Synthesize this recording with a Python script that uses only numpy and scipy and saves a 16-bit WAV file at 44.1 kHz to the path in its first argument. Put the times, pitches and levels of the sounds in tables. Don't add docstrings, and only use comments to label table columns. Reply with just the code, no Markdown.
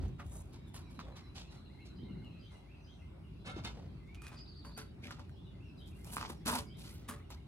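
import sys
import numpy as np
from scipy import signal
from scipy.fft import rfft, irfft, next_fast_len
from scipy.io import wavfile
from scipy.ndimage import uniform_filter1d, map_coordinates

SR = 44100
rng = np.random.default_rng(int(sys.argv[2]) if len(sys.argv) > 2 else 0)


def unload_audio(sound):
    columns = np.transpose(np.atleast_2d(sound))
    steps = np.round(np.clip(columns, -1, 1) * 32767)
    wavfile.write(sys.argv[1], SR, steps.astype(np.int16))


N = 329427


def gain_of(db):
    return 10 ** (np.asarray(db) / 20)


def evened(x):
    return x / np.sqrt(np.mean(x ** 2) + 1e-20)


def read(points, hz):
    f, value = np.transpose(points)
    return np.interp(np.log(hz + 1), np.log(f + 1), value)


def add(mix, s, sound):
    part = mix[..., round(s * SR):][..., :sound.shape[-1]]
    part += sound[..., :part.shape[-1]]


def coloured(x, points):
    size = next_fast_len(N)
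    hz = np.fft.rfftfreq(size, 1 / SR)
    inside = (hz > points[0][0]) & (hz < points[-1][0] * 1.05)
    spectrum = rfft(x, size) * gain_of(read(points, hz)) * inside
    return evened(irfft(spectrum, size)[..., :N])


def ringing(x, modes, factor=1):
    out = 0
    for hz, width, db in modes:
        turn = np.exp(2j * np.pi * np.cumsum(hz * factor * np.ones(x.shape[-1])) / SR)
        r = np.exp(-np.pi * width / SR)
        smooth = signal.lfilter([1], [1, -r], x / turn)
        out = out + gain_of(db) * np.sqrt(2 * (1 - r ** 2)) * (turn * smooth).real
    return out / np.linalg.norm(gain_of([mode[2] for mode in modes]))


def spread(x, t60, start):
    t = np.arange(int(.4 * SR)) / SR
    tail = rng.standard_normal((2, len(t))) * gain_of(-60 * t / t60) * (t > start)
    return signal.fftconvolve(x[None], tail / np.linalg.norm(tail[0]), axes=1)[:, :N]


def placed(x, pan_db, reach=1.35):
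    # (time [s], lateness of the left ear before the reach factor [microseconds])
    lag = [(0, 40), (3.4, 132), (4.2, -20), (5.0, -80.5), (5.9, -100), (6.9, -100), (7.1, -20), (7.4, -107)]
    late = reach * np.interp(np.arange(N) / SR, *np.transpose(lag)) * 1e-6 * SR
    ears = [map_coordinates(x, [np.arange(N) - side * late / 2], order=3, mode="nearest")
            for side in (1, -1)]
    return np.array(ears) * gain_of([[pan_db / 2], [-pan_db / 2]])


def grains(per_s, spread_db):
    size = gain_of(spread_db * np.minimum(rng.exponential(1, (3, N)), 4))
    return evened(size * rng.standard_normal((3, N)) * (rng.random((3, N)) < per_s / SR))


def background():
    # (time [s], deep part [dB], upper part [dB])
    rumble = [(0.0, -40.5, -41.5), (0.21, -52, -54), (1.79, -56.5, -56.5), (2.1, -54.5, -46),
              (2.58, -56.5, -60.5), (3.7, -50.5, -52.5), (4.28, -54.5, -56), (6.41, -52, -53),
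              (6.471, -48, -56), (6.66, -51.5, -52), (7.47, -54, -58.5)]
    # (frequency [Hz], relative density [dB per Hz])
    deep_spectrum = [(25, -43), (40, -19.5), (55, 1.5), (70, -4.5), (88, -1), (110, -19.5), (150, -24.5)]
    upper_spectrum = [(80, -15), (115, 0), (170, 0), (250, -8.5), (400, -12), (470, -33.5), (700, -49)]
    air_spectrum = [(240, -0.5), (400, -5), (536, 0), (789, -0.5), (1380, -7), (1730, -12), (2750, -9),
                    (3020, -11.5), (4050, -12.5), (6640, -27.5), (10700, -26.5), (13700, -35), (16000, -34)]
    air_db = -67.5
    # (frequency [Hz], correlation [-1 to 1])
    likeness = [(60, 0.97), (130, 0.92), (290, 0.69), (640, -0.25), (1410, 0.48), (3100, -0.61),
                (6820, 0.29), (15000, 0.083)]

    frames, hz = N // 256 + 5, np.fft.rfftfreq(1024, 1 / SR)
    a, b, c, d, patches = rng.standard_normal((frames, 513, 5)).T
    patches = uniform_filter1d(patches, size=10, axis=0)
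    patches = evened(uniform_filter1d(patches, size=14, axis=1))
    same = np.clip(read(likeness, hz), -1, 1)[:, None]
    left = a + 1j * b
    right = same * left + np.sqrt(1 - same ** 2) * (c + 1j * d)
    patch_gain = gain_of(2.4 * patches * (hz > 500)[:, None])
    noise = signal.istft(np.array([left, right]) * patch_gain, nperseg=1024, noverlap=768)[1][:, :N]

    s, deep_db, upper_db = np.transpose(rumble)
    t = np.arange(N) / SR
    deep = gain_of(np.interp(t, s, deep_db)) * coloured(noise, deep_spectrum)
    upper = gain_of(np.interp(t, s, upper_db)) * coloured(noise, upper_spectrum)
    return deep + upper + gain_of(air_db) * coloured(noise, air_spectrum)


def whistle(length, hz0, hz1, db, tremble_hz, throb_db=3.5):
    t = np.arange(int(length * SR)) / SR
    pitch, strength = (evened(uniform_filter1d(z, size=130)) for z in rng.standard_normal((2, len(t))))
    hz = np.linspace(hz0, hz1, len(t)) + tremble_hz * np.clip(pitch, -2, 2)
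    tone = np.sin(2 * np.pi * np.cumsum(hz) / SR) * gain_of(db + throb_db * strength)
    return np.sqrt(2) * tone * signal.windows.tukey(len(t), .6)


def birds():
    shapes = {"triplet": [(0, 0.042, 4790, 4910, -6.5, 94), (.028, .06, 3050, 3265, -1, 49.4),
              (.058, .057, 3320, 3940, -6.5, 193.6)], "thin buzz": [(0.0014, 0.24, 6000, 5990, 0, 169.4)],
              "held": [(0, .07, 4090, 3920, 1, 20)], "long held": [(-0.0045, .16, 3824, 3804, -4, 12)],
              "long fall": [(0, .095, 6000, 4700, -11, 90), (.13, .11, 4170, 3180, 2, 20)],
              "flick": [(0, .05, 1780, 2377, -1.5, 19), (.044, 0.025, 2920, 2760, -7.5, 18)]}
    # (time [s], name of sound, level [dB])
    heard = [(.05, "long held", -81), (0.261, "long held", -76.5), (0.52, "long held", -77),
             (.49, "long fall", -88), (.94, "held", -74.5), (.83, "long fall", -74.5),
             (1.109, "held", -74.5), (1.2, "long fall", -74), (1.228, "held", -72), (1.245, "flick", -75),
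             (1.545, "flick", -77), (1.685, "flick", -74), (2.135, "flick", -74), (1.95, "triplet", -69.5),
             (1.982, "flick", -78), (2.388, "triplet", -67.5), (2.39, "thin buzz", -90),
             (2.782, "thin buzz", -87), (2.836, "triplet", -67.5), (3.39, "held", -80),
             (5.295, "long fall", -77.5), (5.632, "long fall", -74), (5.765, "triplet", -67.5),
             (6.335, "long fall", -70), (6.4, "flick", -77), (6.661, "triplet", -66), (6.73, "flick", -77),
             (6.892, "flick", -71), (7.035, "flick", -77), (7.193, "flick", -71), (7.352, "flick", -73)]
    # (time [s], length [s], start [Hz], end [Hz], level [dB])
    notes = [(0.033, 0.035, 2930, 3400, -79), (0.633, 0.05, 4000, 3600, -83),
             (0.662, 0.052, 3580, 3460, -78), (0.799, 0.1, 3920, 3900, -78),
             (0.846, 0.065, 2500, 2180, -74.5), (1.17, 0.067, 2250, 2000, -74.5),
             (1.438, 0.066, 2510, 2810, -74), (1.653, 0.031, 2850, 2770, -76),
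             (1.726, 0.12, 2010, 2266, -73), (1.791, 0.068, 2235, 2064, -76),
             (1.795, 0.03, 2490, 2860, -73), (1.813, 0.04, 2800, 2800, -71), (1.86, 0.081, 2780, 2410, -82),
             (2.03, 0.098, 2075, 2140, -74.5), (2.08, 0.059, 2810, 2860, -71.5),
             (2.158, 0.1, 2020, 2210, -74.5), (2.232, 0.063, 2956, 2680, -67),
             (2.266, 0.18, 2610, 2600, -75), (2.487, 0.096, 2170, 1980, -74),
             (2.544, 0.028, 2840, 2800, -72.5), (2.611, 0.062, 2104, 2034, -77),
             (2.661, 0.056, 2070, 2590, -77), (2.691, 0.084, 2630, 2734, -72),
             (2.745, 0.087, 2710, 2486, -76.5), (2.985, .05, 2750, 2600, -74.5),
             (3.007, 0.055, 2067, 2090, -72), (3.228, 0.058, 2960, 2660, -74.5),
             (3.871, 0.052, 4600, 3520, -80.5), (3.982, 0.079, 2090, 2050, -76),
             (4.062, 0.088, 2080, 2385, -69), (4.063, 0.08, 2760, 2680, -86),
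             (4.134, 0.21, 2416, 2534, -65), (4.873, 0.02, 3850, 3800, -76),
             (4.802, 0.024, 4600, 4530, -65), (5.351, 0.058, 3150, 3530, -74.5),
             (5.386, 0.064, 3520, 3520, -75.5), (5.46, 0.044, 2860, 2920, -73.5),
             (5.534, 0.052, 2067, 2094, -75.5), (5.599, 0.046, 2510, 2880, -72.5),
             (5.635, 0.036, 2816, 2740, -73), (5.657, 0.061, 2696, 2600, -71.5),
             (5.908, 0.04, 2900, 2250, -73), (5.945, 0.038, 2710, 2840, -75.5),
             (5.974, 0.067, 2005, 2150, -75.5), (6.041, 0.044, 2200, 2840, -74),
             (6.078, 0.04, 2860, 2950, -71), (6.643, 0.075, 2170, 2290, -73)]
    # (time [s], length [s], start [Hz], end [Hz], level [dB])
    opening = [(4.352, 0.088, 4920, 4760, -60.5)]
    clear_hz, burry_hz, buzz_tremble_hz = 22, 85, 150
    break_hz, burry_until_s = 2500, 3.9
    run_s, run_gap_s, run_quicken_s = 1.468, .0845, .0018
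    run_db, run_fade_db = -72.5, -0.58
    trill_s, trill_gap_s, buzz_s, buzz_mid_hz = 4.464, .0855, 0.058, 4640
    buzz_db, buzz_fade_db, flick_db = -62.5, -0.8, -69

    far, near, open_air, hedge = np.zeros((4, N))
    for s, name, db in heard:
        field = open_air if name == "flick" else far
        for delay, length, hz0, hz1, note_db, tremble_hz in shapes[name]:
            throb_db = min(4, tremble_hz / 8)
            add(field, s + delay, whistle(length, hz0, hz1, db + note_db, tremble_hz, throb_db))
    for s, length, hz0, hz1, db in notes:
        burry = break_hz < hz0 < 3500 and s < burry_until_s
        add(far, s, whistle(length, hz0, hz1, db, burry_hz if burry else clear_hz))

    for k in range(16):
        s = run_s + k * run_gap_s - k * (k - 1) / 2 * run_quicken_s
        add(hedge, s, whistle(.055, 4300, 3800, run_db + k * run_fade_db, 30))

    chorus = np.zeros(N)
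    for when, pitch, glide, size in rng.random((70, 4)):
        hz = 1900 + 1700 * pitch
        call = whistle(0.028 + 0.066 * size, hz, hz * (.86 + .28 * glide), -82, clear_hz)
        add(chorus, when * N / SR, call)

    for s, *note in opening:
        add(near, s, whistle(*note, buzz_tremble_hz, throb_db=0.0))
    for k in range(4):
        s = trill_s + k * trill_gap_s
        add(near, s - .022, whistle(0.014, 3600, 4500, flick_db - 4, 60))
        add(near, s - .009, whistle(0.016, 3300, 4550, flick_db, 60))
        buzz = whistle(buzz_s, buzz_mid_hz + 60, buzz_mid_hz - 60, buzz_db + k * buzz_fade_db,
                       buzz_tremble_hz, throb_db=-1.0)
        add(near, s, buzz)

    direct = (far + open_air + hedge) * gain_of([[.7], [-.7]]) + near * gain_of([[-.5], [.5]])
    echoing = far + gain_of(-4) * open_air + gain_of(0.5) * hedge + chorus
    far_echo = gain_of(1.5) * spread(echoing, 0.37, .004)
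    return direct + far_echo + gain_of(1.5) * spread(near, 0.3, 0.0033)


def thumps():
    # (time [s], level before rise and decay [dB], settled pitch [Hz])
    blows = [(.003, -34, 61.2), (.02, -31, 54), (0.257, -36.5, 56), (0.983, -45, 126), (2.03, -42.5, 145),
             (2.101, -40, 142), (3.564, -38.5, 193), (3.577, -46.5, 129), (3.595, -37.5, 82),
             (3.951, -41, 89.8), (6.297, -44, 205), (6.531, -55, 218)]
    drop, cycles = 2.234, 20
    out, t = np.zeros(N), np.arange(SR // 4) / SR
    for s, db, hz1 in blows:
        hz0, t60 = drop * hz1, cycles / hz1
        hz = hz1 + (hz0 - hz1) * np.exp(-t / 0.0148)
        envelope = gain_of(db - 60 * t / t60) * np.minimum(t / 0.0023, 1)
        add(out, s, np.sin(2 * np.pi * np.cumsum(hz) / SR) * envelope)
    return placed(out, 0.5) + gain_of(-27.0) * spread(out, 0.17, 0.0015)


def bed():
    # (frequency [Hz], width [Hz], relative level [dB])
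    steel = [(575, 60, 1.5), (752, 19, -1.5), (980, 56, -6), (1352, 31, 0), (1490, 24, -3), (1724, 64, -8),
             (2166, 80, -2.5), (2600, 110, -5.5), (3020, 250, -6.5), (3600, 110, -7), (4170, 78, -12)]
    # (time [s], length [s], level [dB], tilt [dB per octave])
    scrapes = [(3.443, 0.059, -59, 0.5), (3.52, 0.072, -67, 0.5), (3.643, 0.024, -57, 8.5)]
    rise_s, t60_s = 0.012, 0.061
    out, t = np.zeros(N), np.arange(SR // 4) / SR
    soft_contact = [(400, -3), (1000, 0), (4000, 0), (7000, -30)]
    slips = coloured(grains(per_s=2500, spread_db=1.5)[0], soft_contact)
    for s, length, db, tilt_db in scrapes:
        drive = np.minimum(t / rise_s, 1) * gain_of(db - 60 * np.maximum(t - length, 0) / t60_s)
        drive = drive * slips[round(s * SR):][:len(t)]
        tilted = [(hz, width, mode_db + tilt_db * np.log2(hz / 1000)) for hz, width, mode_db in steel]
        add(out, s, ringing(drive, tilted))
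    return placed(out, -1.7) + gain_of(1.5) * spread(out, 0.14, 0.0084)


def pops():
    # (time [s], ring level before damping [dB], ring [Hz], tick level [dB])
    releases = [(0.082, -70, 2000, -55), (0.197, -50, 1900, -63), (0.203, -41, 1400, -70),
                (0.265, -65, 2000, -54), (.533, -63, 2010, -58), (0.743, -42.5, 835, -45),
                (0.764, -43, 1310, -47), (0.992, -31.5, 1100, -62), (1.003, -40, 980, -56),
                (1.001, -46, 3800, -70), (1.012, -42, 1130, -71), (2.247, -60, 2260, -64),
                (4.075, -70, 2180, -68), (4.147, -43, 2380, -54), (4.154, -45, 2410, -65),
                (4.22, -44, 1250, -46), (4.249, -50, 2400, -60), (4.268, -38.5, 1580, -46),
                (4.282, -54, 2490, -46), (4.649, -41.5, 1200, -58), (4.777, -39.5, 696, -43),
                (4.78, -49, 2350, -58), (5.045, -37.5, 2270, -61), (5.071, -33.5, 2230, -60),
                (5.108, -31.5, 1400, -49), (5.112, -34, 1160, -47), (5.195, -42, 1170, -57),
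                (5.295, -48.5, 1450, -64), (5.874, -65, 2000, -59), (6.046, -55, 1270, -45),
                (6.074, -60, 2000, -55), (6.105, -51, 2000, -45), (6.125, -63, 2000, -52),
                (6.168, -21.5, 1070, -47), (6.182, -27.5, 1150, -57), (6.212, -27.5, 1160, -55),
                (6.228, -26.5, 1130, -62), (6.237, -35, 900, -55), (6.25, -29.5, 955, -65),
                (6.281, -42, 1020, -54), (6.302, -35.5, 890, -44), (6.461, -33.5, 1150, -48),
                (6.479, -24, 990, -33), (6.535, -33, 915, -48), (6.554, -35, 1300, -38),
                (6.563, -31.5, 1010, -50), (6.6, -52, 1050, -55), (7.09, -37, 1020, -50),
                (7.099, -37, 1390, -62), (7.111, -36, 1100, -60), (7.304, -40.5, 950, -49.5)]
    # (pitch over ring [ratio], level over ring [dB],
    # decay by 60 dB [cycles of the ring])
    cracks = [(2.184, -11, 12), (3.5, -18.5, 9.6)]
    out, t = np.zeros(N), np.arange(700) / SR
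    ticks = rng.standard_normal((len(releases), 700)) * gain_of(-60 * t / .006)
    for (s, db, hz, tick_db), tick in zip(releases, ticks):
        turns = hz * (t + 0.00018 * (1 - np.exp(-t / 0.00039)))
        ring = np.sin(2 * np.pi * turns) * gain_of(db - 60 * t * hz / 9.2)
        ring = ring * np.minimum(t * hz / 0.32, 1)
        crack = sum(np.sin(2 * np.pi * ratio * turns) * gain_of(db + over_db - 60 * t * hz / cycles)
                    for ratio, over_db, cycles in cracks)
        bright = np.convolve(tick, [.3, .6, 0, -.6, -.3], "same")
        add(out, s, ring + crack + gain_of(tick_db) * bright)
    return placed(out, -1.5) + gain_of(-6) * spread(out, .09, .003)


def scuffs():
    # (time [s], length [s], tyre level [dB], grit level [dB],
    # hiss level [dB], pitch factor on the rubber [ratio])
    rubs = [(0.0, 0.056, -59.5, -66.5, -73, 0.5), (0.181, 0.027, -53.5, -67, -72, 1.21),
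            (0.232, 0.14, -77, -94, -63.5, 0.66), (0.305, 0.083, -63, -76, -53.5, 0.58),
            (0.521, 0.028, -64.5, -63, -67, 0.94), (0.66, 0.032, -87, -85, -69, 0.9),
            (0.735, 0.036, -55.5, -55.5, -54, 0.94), (0.891, 0.074, -75, -71, -72.5, 1.6),
            (0.986, 0.03, -57, -59, -87, 1.2), (1.027, 0.16, -62, -93, -102, 0.5),
            (1.154, 0.022, -58, -54, -64, 1.08), (1.344, 0.05, -63.5, -52.5, -65.5, 0.7),
            (1.494, 0.06, -66, -64.5, -74.5, 1.33), (1.846, 0.023, -94, -61.5, -73, 0.84),
            (2.502, 0.066, -66, -75, -74, 0.82), (3.448, 0.041, -54, -55, -63.5, 1.1),
            (3.558, 0.029, -53, -58, -76, 0.6), (3.635, 0.03, -49, -46.5, -61.5, 0.873),
            (3.73, 0.093, -62.5, -70.5, -98, 0.47), (4.14, 0.012, -64, -65, -78, 1.2),
            (4.211, 0.067, -59, -65, -66, 1.18), (4.308, 0.04, -59.5, -65, -71, 1.05),
            (4.371, 0.016, -70, -59, -77, 1.3), (4.638, 0.042, -57, -69, -63, 0.96),
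            (4.764, 0.028, -48.5, -53.5, -50, 1.38), (5.019, 0.05, -53, -62.5, -69.5, 2.2),
            (5.08, 0.053, -62, -58.5, -74, 1.25), (5.182, 0.019, -58, -61.5, -77, 0.83),
            (5.773, 0.041, -98, -81, -78.5, .9), (5.857, 0.035, -96, -69, -69, 1.3),
            (5.938, 0.11, -74.5, -77.5, -73.5, 1.5), (6.03, 0.17, -63.5, -64.5, -64, 0.82),
            (6.115, 0.053, -57.5, -56, -51, 0.98), (6.17, 0.071, -52.5, -50.5, -76, 0.91),
            (6.285, 0.017, -48.5, -51, -55.5, 0.79), (6.451, 0.045, -39.5, -40, -44, 1.1),
            (6.473, 0.031, -38.5, -46, -44.5, 0.97), (6.5, 0.025, -42, -48, -47.5, 1.02),
            (6.526, 0.027, -43.5, -42.5, -49, 0.91), (6.544, 0.013, -43, -44.5, -42, 0.85),
            (6.569, 0.0099, -44.5, -44, -44.5, 0.98), (6.764, 0.17, -66, -62, -64.5, 3.6),
            (6.835, 0.032, -69, -55.5, -82, 1.35), (7.078, 0.034, -46, -58.5, -51.5, 1.15),
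            (7.295, .025, -58.5, -56, -64, 0.83)]
    # (frequency [Hz], width [Hz], relative level [dB])
    hollow_modes = [(244, 22, 0), (310, 60, -14), (432, 12, -9), (574, 12, -11), (713, 7, -19),
                    (768, 9, -19)]
    # (frequency before the pitch factor [Hz], width [Hz], level [dB])
    rubber_modes = [(760, 380, -2.5), (990, 61, -2), (1070, 72, -3.5), (1465, 190, -6.5)]
    # (time [s], level [dB])
    knocks = [(3.562, -16.5), (3.644, -18), (6.3, -23), (6.46, -10.5), (6.47, -10), (6.521, -16),
              (6.533, -14)]
    # (frequency [Hz], relative density [dB per Hz])
    grit_spectrum = [(400, -6), (1000, -6), (1900, -11), (2400, -2), (4500, -1), (6000, -7), (8000, -18)]
    hiss_spectrum = [(4500, -25), (7000, -5), (9500, 1), (11000, -2), (12800, -6), (13500, -14),
                     (15500, -12)]
    # (left-right difference [dB],
    # scattered part heard by one ear [dB], factor on the delay [ratio])
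    width = [(1.2, -6, 2.2), (-1.2, -7, 1.6), (-1.5, -4, 1.3), (-.3, -12, 1.02)]
    rise_s, rise_share = 0.012, 0.17
    t60_s, t60_per_s = 0.12, 3.77
    hollow_over_db, knock_s = -3, 0.0025
    late_from_s, late_top_db, early_top_db = 5.6, 7.5, -15

    power, pitch = np.zeros((4, N)), np.ones(N)
    t = np.arange(SR // 2) / SR
    fade = np.array([[1.], [1.], [.9], [.7]])
    for s, length, tyre_db, grit_db, hiss_db, factor in rubs:
        rise, t60 = rise_s + rise_share * length, t60_s + t60_per_s * length
        db = np.array([tyre_db + hollow_over_db, tyre_db, grit_db, hiss_db])[:, None]
        sag_db = -4.0 * np.minimum(t / length, 1) - 60 * np.maximum(t - length, 0) / (t60 * fade)
        add(power, s, (np.minimum(t / rise, 1) * gain_of(db + sag_db)) ** 2)
        pitch[round(s * SR):] = factor

    judder = uniform_filter1d(rng.standard_normal((4, N)) + rng.standard_normal(N), size=400)
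    hollow, rubber, grit, hiss = np.sqrt(power) * gain_of(2.5 * evened(judder))
    coarse, fine = grains(per_s=2600, spread_db=0.85), grains(per_s=9000, spread_db=0.0)
    steep = ringing(rubber * coarse, [(1010, 3800, 0)], pitch) / 4.13

    hiss_noise = coloured(fine, hiss_spectrum)
    highpass = signal.butter(4, 12300, "high", fs=SR, output="sos")
    top = signal.sosfiltfilt(highpass, hiss_noise)
    top_db = np.where(np.arange(N) > late_from_s * SR, late_top_db, early_top_db)
    hiss_noise = hiss_noise + top * (gain_of(top_db) - 1)

    drum = hollow * coarse
    push = np.hanning(int(knock_s * SR) + 3)
    for s, db in knocks:
        add(drum[0], s, gain_of(db) * push / push.sum())

    parts = [ringing(drum, hollow_modes), ringing(steep, rubber_modes, pitch),
             grit * coloured(fine, grit_spectrum), hiss * hiss_noise]
    out = 0
    for (shared, *own), (pan_db, own_db, reach) in zip(parts, width):
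        out = out + placed(shared, pan_db, reach) + gain_of(own_db) * np.array(own)
    return out + gain_of(-11) * spread(out.mean(0), .22, .01)


def scene():
    return background() + birds() + thumps() + bed() + pops() + scuffs()


def record(dry):
    lowpass = signal.firwin(511, 15900, window=("kaiser", 9), fs=SR)
    return signal.oaconvolve(dry, lowpass[None], "same")


dry = scene()
out = record(dry)
unload_audio(out)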